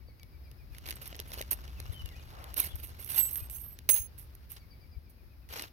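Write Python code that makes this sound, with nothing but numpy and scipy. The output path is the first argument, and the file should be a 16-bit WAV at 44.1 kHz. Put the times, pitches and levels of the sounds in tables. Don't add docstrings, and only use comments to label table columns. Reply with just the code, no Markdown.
import sys
import numpy as np
from scipy import signal
from scipy.fft import rfft, irfft, next_fast_len
from scipy.io import wavfile
from scipy.ndimage import uniform_filter1d, map_coordinates

SR = 44100
rng = np.random.default_rng(int(sys.argv[2]) if len(sys.argv) > 2 else 0)


def int16_out(signal):
    q = np.round(np.clip(np.atleast_2d(signal).T, -1, 1) * 32767)
    wavfile.write(sys.argv[1], SR, q.astype(np.int16))


N = 252252


def amp(db):
    return 10 ** (np.asarray(db) / 20)


def unit(x):
    return x / np.sqrt(np.mean(x ** 2) + 1e-20)


def along(points, hz):
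    point_hz, value = np.transpose(points)
    return np.interp(np.log(hz + 1), np.log(point_hz + 1), value)


def curves(rows):
    seconds, *columns = np.transpose(rows)
    return [np.interp(np.arange(N) / SR, seconds, column) for column in columns]


def wobble(rate):
    points = rng.standard_normal(int(N * rate / SR) + 4)
    return map_coordinates(points, [np.arange(N) * rate / SR])


def filtered(x, response):
    size = next_fast_len(N + SR // 4)
    spectrum = rfft(x, size) * response(np.fft.rfftfreq(size, 1 / SR))
    return irfft(spectrum, size)[..., :N]


def coloured(x, spectrum, size=8192):
    shape = amp(along(spectrum, np.fft.rfftfreq(size, 1 / SR))) + 0.001
    cepstrum = irfft(np.log(shape), size)
    cepstrum[1:size // 2] *= 2
    cepstrum[size // 2 + 1:] = 0
    pulse = irfft(np.exp(rfft(cepstrum)), size)
    return signal.fftconvolve(x, pulse / np.linalg.norm(pulse))[:N]


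def peak(f, hz, width_hz):
    return 1j * f * width_hz / (hz * hz - f * f + 1j * f * width_hz)


def add(track, seconds, sound):
    part = track[max(round(seconds * SR), 0):][:len(sound)]
    part += sound[:len(part)]


# time in seconds, extra level of the left treble in dB.
HAND_POSITION = [(0, -25), (1.5, -7), (2.1, -10), (2.6, -12), (3.3, -30), (4.6, -10.5), (5.4, 1)]
# frequency in Hz, level of the left side in dB.
HAND_BALANCE = [(200, -2), (1300, 4.5), (4400, -1), (7000, -2)]


def hands():
    clumps = (1.4 + catches(rate=350)) * amp(2 * wobble(60))

    def face():
        return rubbing(clumps) + ticks() + knocks() + hollow() + ringing()

    def late(hz):
        delay_s = 0.0003347
        return amp(along(HAND_BALANCE, hz)) * np.exp(-2j * np.pi * hz * delay_s)

    def treble(hz):
        return 1 / (1 + (8200 / (hz + 1)) ** 4)

    right = face()
    left = .6 * right + .8 * face()
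    left_treble = filtered(left, lambda hz: late(hz) * treble(hz))
    shaded = amp(curves(HAND_POSITION)[0]) * left_treble
    left_rest = filtered(left, lambda hz: late(hz) * (1 - treble(hz)))
    return np.array([left_rest + shaded, right])


def catches(rate):
    draw = rng.random(N)
    size_db = 5 * np.minimum(rng.exponential(size=N), 2.2)
    slip = amp(-60 * np.arange(SR // 50) / SR / .008)
    hits = (draw < rate / SR) * amp(size_db)
    return unit(signal.fftconvolve(hits, slip)[:N])


def patchy(x, depth_db):
    z = signal.stft(x, nperseg=256)[2]
    field = uniform_filter1d(rng.standard_normal(z.shape), size=2, axis=0)
    field = uniform_filter1d(field, size=4, axis=1)
    return unit(signal.istft(z * amp(depth_db * unit(field)), nperseg=256)[1][:N])


# start in seconds, length in seconds, base level of the scrape in dB,
# base level of the fine metal fizz in dB.
STROKES = [(0.716, 0.094, -63, -63), (0.857, 0.096, -52, -51), (1.013, 0.04, -54, -47.5),
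           (1.054, 0.037, -53, -46.5), (1.272, 0.052, -95, -57), (1.326, 0.044, -54, -53),
           (1.357, 0.091, -52.5, -53), (1.507, 0.022, -43, -28), (1.919, 0.036, -59.5, -49.5),
           (2.558, 0.15, -45, -35), (2.595, 0.014, -49.5, -30), (2.747, 0.1, -67, -53.5),
           (2.827, 0.06, -58, -41), (2.978, 0.33, -62, -45), (3.085, 0.11, -49, -37.5),
           (3.159, 0.058, -42, -30.5), (3.23, 0.23, -62, -41), (3.495, 0.18, -69, -43),
           (3.889, 0.015, -33, -17.5), (3.921, 0.1, -46.5, -31.5), (4.177, 0.067, -68, -47.5),
           (4.492, 0.074, -60, -49), (4.562, 0.015, -46.5, -52), (5.093, 0.025, -84, -60),
           (5.488, 0.11, -48, -53), (5.549, 0.14, -45, -50.5)]
# time in seconds, level of the dull body over the scrape in dB.
SKIN_DRAG = [(.75, -7), (.9, -4.5), (1.05, -10.5), (2.1, 4), (2.4, 4), (2.85, -22.5), (3.15, -9),
             (4.6, -13.5), (5.5, -3)]
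# time in seconds, base level in dB.
SHUFFLING = [(.6, -90), (.9, -62), (2.4, -64), (3.4, -64), (3.8, -75.5), (4.6, -78.5), (4.8, -101.5)]
# frequency in Hz, relative level in dB.
SCRAPE_TONE = [(530, -26.5), (900, -2.5), (1690, -2), (2110, 2.5), (2930, -4), (3990, 3), (5920, -1),
               (8000, -9), (10400, -55)]
FIZZ_TONE = [(3820, -49), (6500, -15.5), (7360, -28.5), (7750, -16.5), (9940, -6.5), (13200, -4),
             (14100, -7), (16100, -23.5)]
BODY_TONE = [(88, -11.5), (150, -0.5), (225, -6), (352, -2), (1020, -7.5), (1600, -8.5), (2080, -15),
             (3520, -120)]
RISE, HOLD = 0.18, 0.71
SAG_DB, RELEASE_S = 7.5, 0.14


def rubbing(clumps):
    strokes = np.zeros((2, N))
    for start, length, *db in STROKES:
        t = np.arange(round((length + RELEASE_S / 2) * SR)) / SR
        fade_in = np.clip(t / (RISE * length), 0, 1)
        fall_db = SAG_DB * t / length + 60 * np.clip(t - HOLD * length, 0, None) / RELEASE_S
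        for track, level in zip(strokes, amp(db)):
            add(track, start, level * fade_in * amp(-fall_db))
    push = np.array([*strokes, strokes[0] * amp(curves(SKIN_DRAG)[0])])
    push = push + np.outer(amp([1.5, -4, 1.5]), amp(curves(SHUFFLING)[0]))

    def grit(depth_db):
        return patchy(clumps * rng.standard_normal(N), depth_db)

    scrape, fizz, body = push * [grit(depth_db=3.5), grit(depth_db=4.5), grit(depth_db=1.0)]
    return housing(coloured(scrape, SCRAPE_TONE)) + held(coloured(fizz, FIZZ_TONE)) + coloured(body, BODY_TONE)


HOUSING_HZ, HOUSING_WIDTH_HZ, HOUSING_DB = 2860, 280, 5


def housing(x):
    return filtered(x, lambda f: 1 + amp(HOUSING_DB) * peak(f, HOUSING_HZ, HOUSING_WIDTH_HZ))


# resonance in Hz, its width in Hz, its level in dB.
HELD_MODES = [(10750, 350, 4), (13000, 450, 8), (15500, 300, 5)]


def held(x):
    return filtered(x, lambda f: 0.89 + sum(amp(db) * peak(f, hz, width_hz) for hz, width_hz, db in HELD_MODES))


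# start in seconds, base level in dB, brightness in dB over an average tick.
TICK_ROWS = [(0.1965, -42.5, -6), (0.231, -34.5, -3.5), (0.5137, -36, -2), (0.7479, -37.5, -6.5),
             (0.783, -29.5, 0), (0.858, -31, -4), (0.863, -27, -5), (0.887, -22, -3.5), (.897, -25, -1),
             (0.9071, -17.5, -1), (.913, -26, -4), (.925, -32, -9), (.9564, -37, 6), (1.057, -29, -2),
             (1.076, -29.5, 6.5), (1.127, -39, -11.5), (1.146, -41, -16.5), (1.153, -34, -9),
             (1.164, -37, 5), (1.1914, -29.5, -10.5), (1.2, -19, -1), (1.3178, -26, -2.5), (1.335, -28, -5),
             (1.34, -25, 0), (1.376, -35, 4), (1.413, -18, -2), (1.4238, -26.5, -5), (1.511, -27.5, 15),
             (1.5298, -18, 5), (1.678, -36, -5), (1.8006, -22, -3.5), (2.058, -28, -2.5),
             (2.089, -36.5, -7), (2.159, -52, -10), (2.441, -28.5, -4), (2.5412, -22, 3),
             (2.5683, -20.5, 2), (2.7557, -31.5, 6.5), (2.997, -33.5, 3), (3.0255, -32.5, 4),
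             (3.045, -30, 9), (3.105, -26, 6.5), (3.159, -27, 5.5), (3.3566, -21, 6.5), (3.498, -28.5, 4.5),
             (3.7883, -28, -2.5), (3.8901, -7, -1.5), (4.351, -38, 6.5), (4.517, -35.5, 13),
             (5.489, -37, -4), (5.5947, -21.5, -7.5), (5.6217, -25, 0)]
TICK_T60_S, TICK_ATTACK_S = 0.0088, 0.00046
TICK_MID_DB, TICK_TREBLE_DB = -11, -6


def ticks():
    low, high = np.zeros(N), np.zeros(N)
    t = np.arange(SR // 50) / SR
    for start, db, bright_db in TICK_ROWS:
        envelope = amp(-60 * t / TICK_T60_S) * (1 - np.exp(-t / TICK_ATTACK_S))
        burst = rng.standard_normal(len(t)) * envelope
        add(low, start, amp(db + TICK_MID_DB - bright_db) * burst)
        add(high, start, amp(db + TICK_TREBLE_DB + bright_db) * burst)
    dull = housing(coloured(low, SCRAPE_TONE)) + amp(-8.0) * coloured(low, BODY_TONE)
    return dull + held(coloured(high, FIZZ_TONE))


# start in seconds, part, base level in dB,
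# rough time in seconds until fingers close on it.
BLOW_ROWS = [(0.955, "pin", -38.5, 0.014), (3.105, "key", -36.5, 0.012), (3.159, "key", -27.5, 0.026),
             (3.178, "key", -19, 0.1), (3.193, "key", -22.5, 0.11), (3.308, "pin", -34, 0.0062),
             (3.308, "cam", -42, 0.0065), (3.328, "pin", -29, 0.02), (3.34, "cam", -51, 0.013),
             (3.36, "pin", -29, 0.017), (3.376, "pin", -34.5, 0.035), (3.405, "pin", -41, 0.066),
             (3.499, "key", -41, 0.1), (3.545, "cam", -38, 0.022), (3.565, "pin", -36.5, 0.049),
             (3.612, "pin", -40.5, 0.11), (3.707, "key", -55, 0.054), (3.890, "cam", -17.5, 0.052),
             (3.932, "cam", -24.5, 0.04), (3.967, "cam", -25.5, 0.094), (4.517, "pin", -45, 0.013)]
# a row of frequencies in Hz,
# a row of base levels in dB, a row of times in seconds to fall 60 dB when left free.
KEY_MODES = [(7983, 12602, 12635, 12805, 15570), (-9, -3, -7, -2, -20), (.6, .5, .4, .3, .3)]
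PIN_MODES = [(8480, 12900), (-15, -1.5), (.8, .9)]
CAM_MODES = [(6390, 8549, 10560, 10830, 10869, 11930, 12170, 13030, 13190, 13840, 15502, 15600),
             (-14, -18, -10, -5, -7, -18, -16, -11, -15, -17, -6, -11),
             (.7, .5, .3, .25, .3, .2, .2, .22, .24, .2, .5, .35)]


def ringing():
    out = np.zeros(N)
    t = np.arange(SR // 3) / SR
    parts = {"key": KEY_MODES, "pin": PIN_MODES, "cam": CAM_MODES}
    for start, part, blow_db, free_s in BLOW_ROWS:
        hz, db, t60 = np.array(parts[part])[:, :, None]
        luck_db = rng.normal(0, 3, hz.shape)
        drift = np.cumsum(rng.normal(0, .022, (len(hz), len(t))), axis=1)
        drift = drift + rng.uniform(0, 2 * np.pi, hz.shape)
        flutter_db = 4.5 * wobble(110)[:drift.size].reshape(drift.shape)
        ring = amp(db + luck_db + flutter_db - 60 * t / t60) * np.sin(2 * np.pi * hz * t + drift)
        held_s = np.clip(t - free_s * rng.uniform(.6, 1.2, hz.shape), 0, None)
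        grip = amp(-60 * held_s / .05)
        onset = 1 - np.exp(-t / 0.000714)
        add(out, start, amp(blow_db) * (ring * grip).sum(axis=0) * onset)
    return out


# start in seconds, base level in dB, frequency in Hz.
KNOCK_ROWS = [(0.086, -49.5, 510), (1.127, -42.5, 640), (1.197, -38.5, 445), (1.319, -42.5, 603),
              (1.375, -39.5, 520), (1.409, -32.5, 570), (3.891, -27.5, 2200), (3.893, -38.5, 920)]


def knocks():
    out = np.zeros(N)
    t = np.arange(SR // 20) / SR
    for start, db, hz in KNOCK_ROWS:
        tone = np.sin(2 * np.pi * hz * t) + 0.26 * np.sin(2 * np.pi * 0.8 * hz * t)
        add(out, start, amp(db - 60 * t / 0.014) * tone)
    return out


HOLLOW_S, HOLLOW_LENGTH_S, HOLLOW_DB = 2.31, 0.22, -54.5
HOLLOW_HZ, HOLLOW_WIDTH_HZ = 750, 1130


def hollow():
    u = np.clip((np.arange(N) / SR - HOLLOW_S) / HOLLOW_LENGTH_S, 0, 1)
    noise = filtered(rng.standard_normal(N), lambda f: peak(f, HOLLOW_HZ, HOLLOW_WIDTH_HZ) ** 2)
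    return amp(HOLLOW_DB) * np.abs(np.sin(np.pi * u)) ** .5 * unit(noise)


# start in seconds, base level in dB,
# base level of the second harmonic in dB.
CHIRP_SONGS = [
    [(.072, -75, 9), (.189, -70, -1), (.315, -74, 1), (.437, -73.5, 5.5), (.575, -72, -0.5), (.7, -72, -8)],
    [(4.597, -74, 6), (4.704, -75.5, 14.5), (4.805, -75, 8.5), (4.912, -74.5, 9), (5.037, -78, 2),
     (5.165, -77, -11.5), (5.29, -77, -13.5), (5.405, -78.5, -14.5)],
]
CHIRP_S, OPEN_HZ, CLOSE_HZ = 0.0509, 2420, 2070
OPEN_CLIMB_HZ_PER_S, CLOSE_CLIMB_HZ_PER_S = 600, 248
PAUSE = 0.14
# start in seconds, length in seconds, start, middle and end pitch in Hz,
# base level in dB.
WHISTLES = [(.002, 0.04, 2390, 2250, 2200, -80), (1.762, 0.038, 2860, 2630, 2450, -66.5),
            (1.93, .058, 3180, 3080, 3050, -60), (1.991, 0.025, 3040, 2965, 2930, -51.5),
            (2.049, 0.031, 3010, 2830, 2790, -60), (2.094, .058, 2320, 1960, 1970, -65.5),
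            (2.148, 0.028, 2280, 2510, 2460, -63), (2.176, 0.023, 2780, 2915, 2900, -66),
            (2.191, 0.024, 2480, 2440, 2540, -67), (2.614, 0.032, 2280, 2180, 2120, -56),
            (2.674, .072, 2850, 3450, 2700, -62), (3.398, 0.049, 2466, 2500, 2520, -68)]


def birds():
    out = np.zeros(N)
    u = np.arange(round(CHIRP_S * SR)) / (CHIRP_S * SR)
    for song in CHIRP_SONGS:
        for start, db, second_db in song:
            sung = start - song[0][0]
            open_hz = OPEN_HZ + OPEN_CLIMB_HZ_PER_S * sung
            close_hz = CLOSE_HZ + CLOSE_CLIMB_HZ_PER_S * sung
            fall = u + PAUSE * np.sin(2 * np.pi * u)
            phase = 2 * np.pi * np.cumsum(open_hz + (close_hz - open_hz) * fall) / SR
            first = 1.6 * u * np.sin(phase)
            second = amp(second_db) * (1 - u) ** 1.5 * np.sin(2 * phase)
            add(out, start, amp(db) * np.sin(np.pi * u) ** .5 * (first + second))
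    for start, length, *hz, db in WHISTLES:
        u = np.arange(round(length * SR)) / (length * SR)
        glide = np.polyval(np.polyfit([0, .5, 1], hz, 2), u)
        tone = np.sin(2 * np.pi * np.cumsum(glide) / SR)
        add(out, start, amp(db) * np.sin(np.pi * u) ** .5 * tone)
    t = np.arange(SR // 5) / SR
    tails = rng.standard_normal((2, len(t))) * amp(-60 * t / 0.28)
    blur = signal.fftconvolve(out[None], tails / np.linalg.norm(tails[0]), axes=1)[:, :N]
    direct = np.array([np.roll(out, 18), out])
    return amp([[9], [4]]) * (direct + amp(-4) * blur)


# time in seconds, base level of the rumble in dB,
# base level of the breeze's buffeting in dB.
LOW_LEVELS = [(0.0, -51.5, -52), (1.8, -43, -53.5), (5.72, -52.5, -59)]
# centre in seconds, level in dB, frequency in Hz.
AIR_BUMPS = [(.72, -33.5, 48.6), (1.902, -23.5, 73.4), (2.047, -26, 63.6), (2.749, -26, 60.5),
             (3.425, -29.5, 68), (4.009, -30, 59.7), (4.976, -29.5, 67.3)]
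# frequency in Hz, relative level in dB.
RUMBLE_TONE = [(12, -37.5), (20, -12.5), (65, 3.5), (83, -2.5), (129, -10.5), (211, -23.5), (319, -29),
               (400, -31), (520, -77.5)]
HISS_TONE = [(120, -23), (200, -0.5), (1030, -14), (2420, -16), (3130, -22), (5060, -16.5), (8030, -44.5),
             (9480, -26.5), (12500, -19), (15300, -21.5)]
# frequency in Hz, left minus right in dB.
HISS_BALANCE = [(60, 0.5), (550, 2.5), (1650, 7.5), (4970, 3.5), (15000, -6.5)]


def outdoors():
    rumble_db, buffet_db = curves(LOW_LEVELS)
    common = coloured(rng.standard_normal(N), RUMBLE_TONE)
    own = coloured(rng.standard_normal(N), RUMBLE_TONE)
    left = amp(rumble_db - 1) * common
    left += amp(buffet_db + 2.9 * wobble(17)) * coloured(rng.standard_normal(N), RUMBLE_TONE)
    t = np.arange(-SR // 25, SR // 25) / SR
    for centre, db, hz in AIR_BUMPS:
        add(left, centre + t[0], amp(db) * np.cos(2 * np.pi * hz * t) * np.exp(-(t * hz * 1.55) ** 2))
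    right = amp(rumble_db) * (0.57 * common + 0.44 * own)
    pair = np.array([coloured(rng.standard_normal(N), HISS_TONE) * amp(wobble(4)) for _ in range(2)])

    def turn(hz):
        likeness = along([(300, 0.71), (1000, 0.22), (9000, 0.053)], hz)
        return np.arccos(np.clip(likeness, 0, 1)) / 2

    def far(hz):
        delay_s = np.array([[.0003], [0]])
        return amp(along(HISS_BALANCE, hz) * [[.5], [-.5]]) * np.exp(-2j * np.pi * hz * delay_s)

    a, b = filtered(pair, lambda hz: np.array([np.cos(turn(hz)), np.sin(turn(hz))]))
    return np.array([left, right]) + amp(-64.5) * filtered(np.array([a + b, a - b]), far)


def scene():
    return hands() + birds() + outdoors()


TOP_HZ = 16100


def record(dry):
    return filtered(dry, lambda hz: (hz < TOP_HZ) / (1 + (26 / (hz + 1)) ** 4))


dry = scene()
out = record(dry)
int16_out(out)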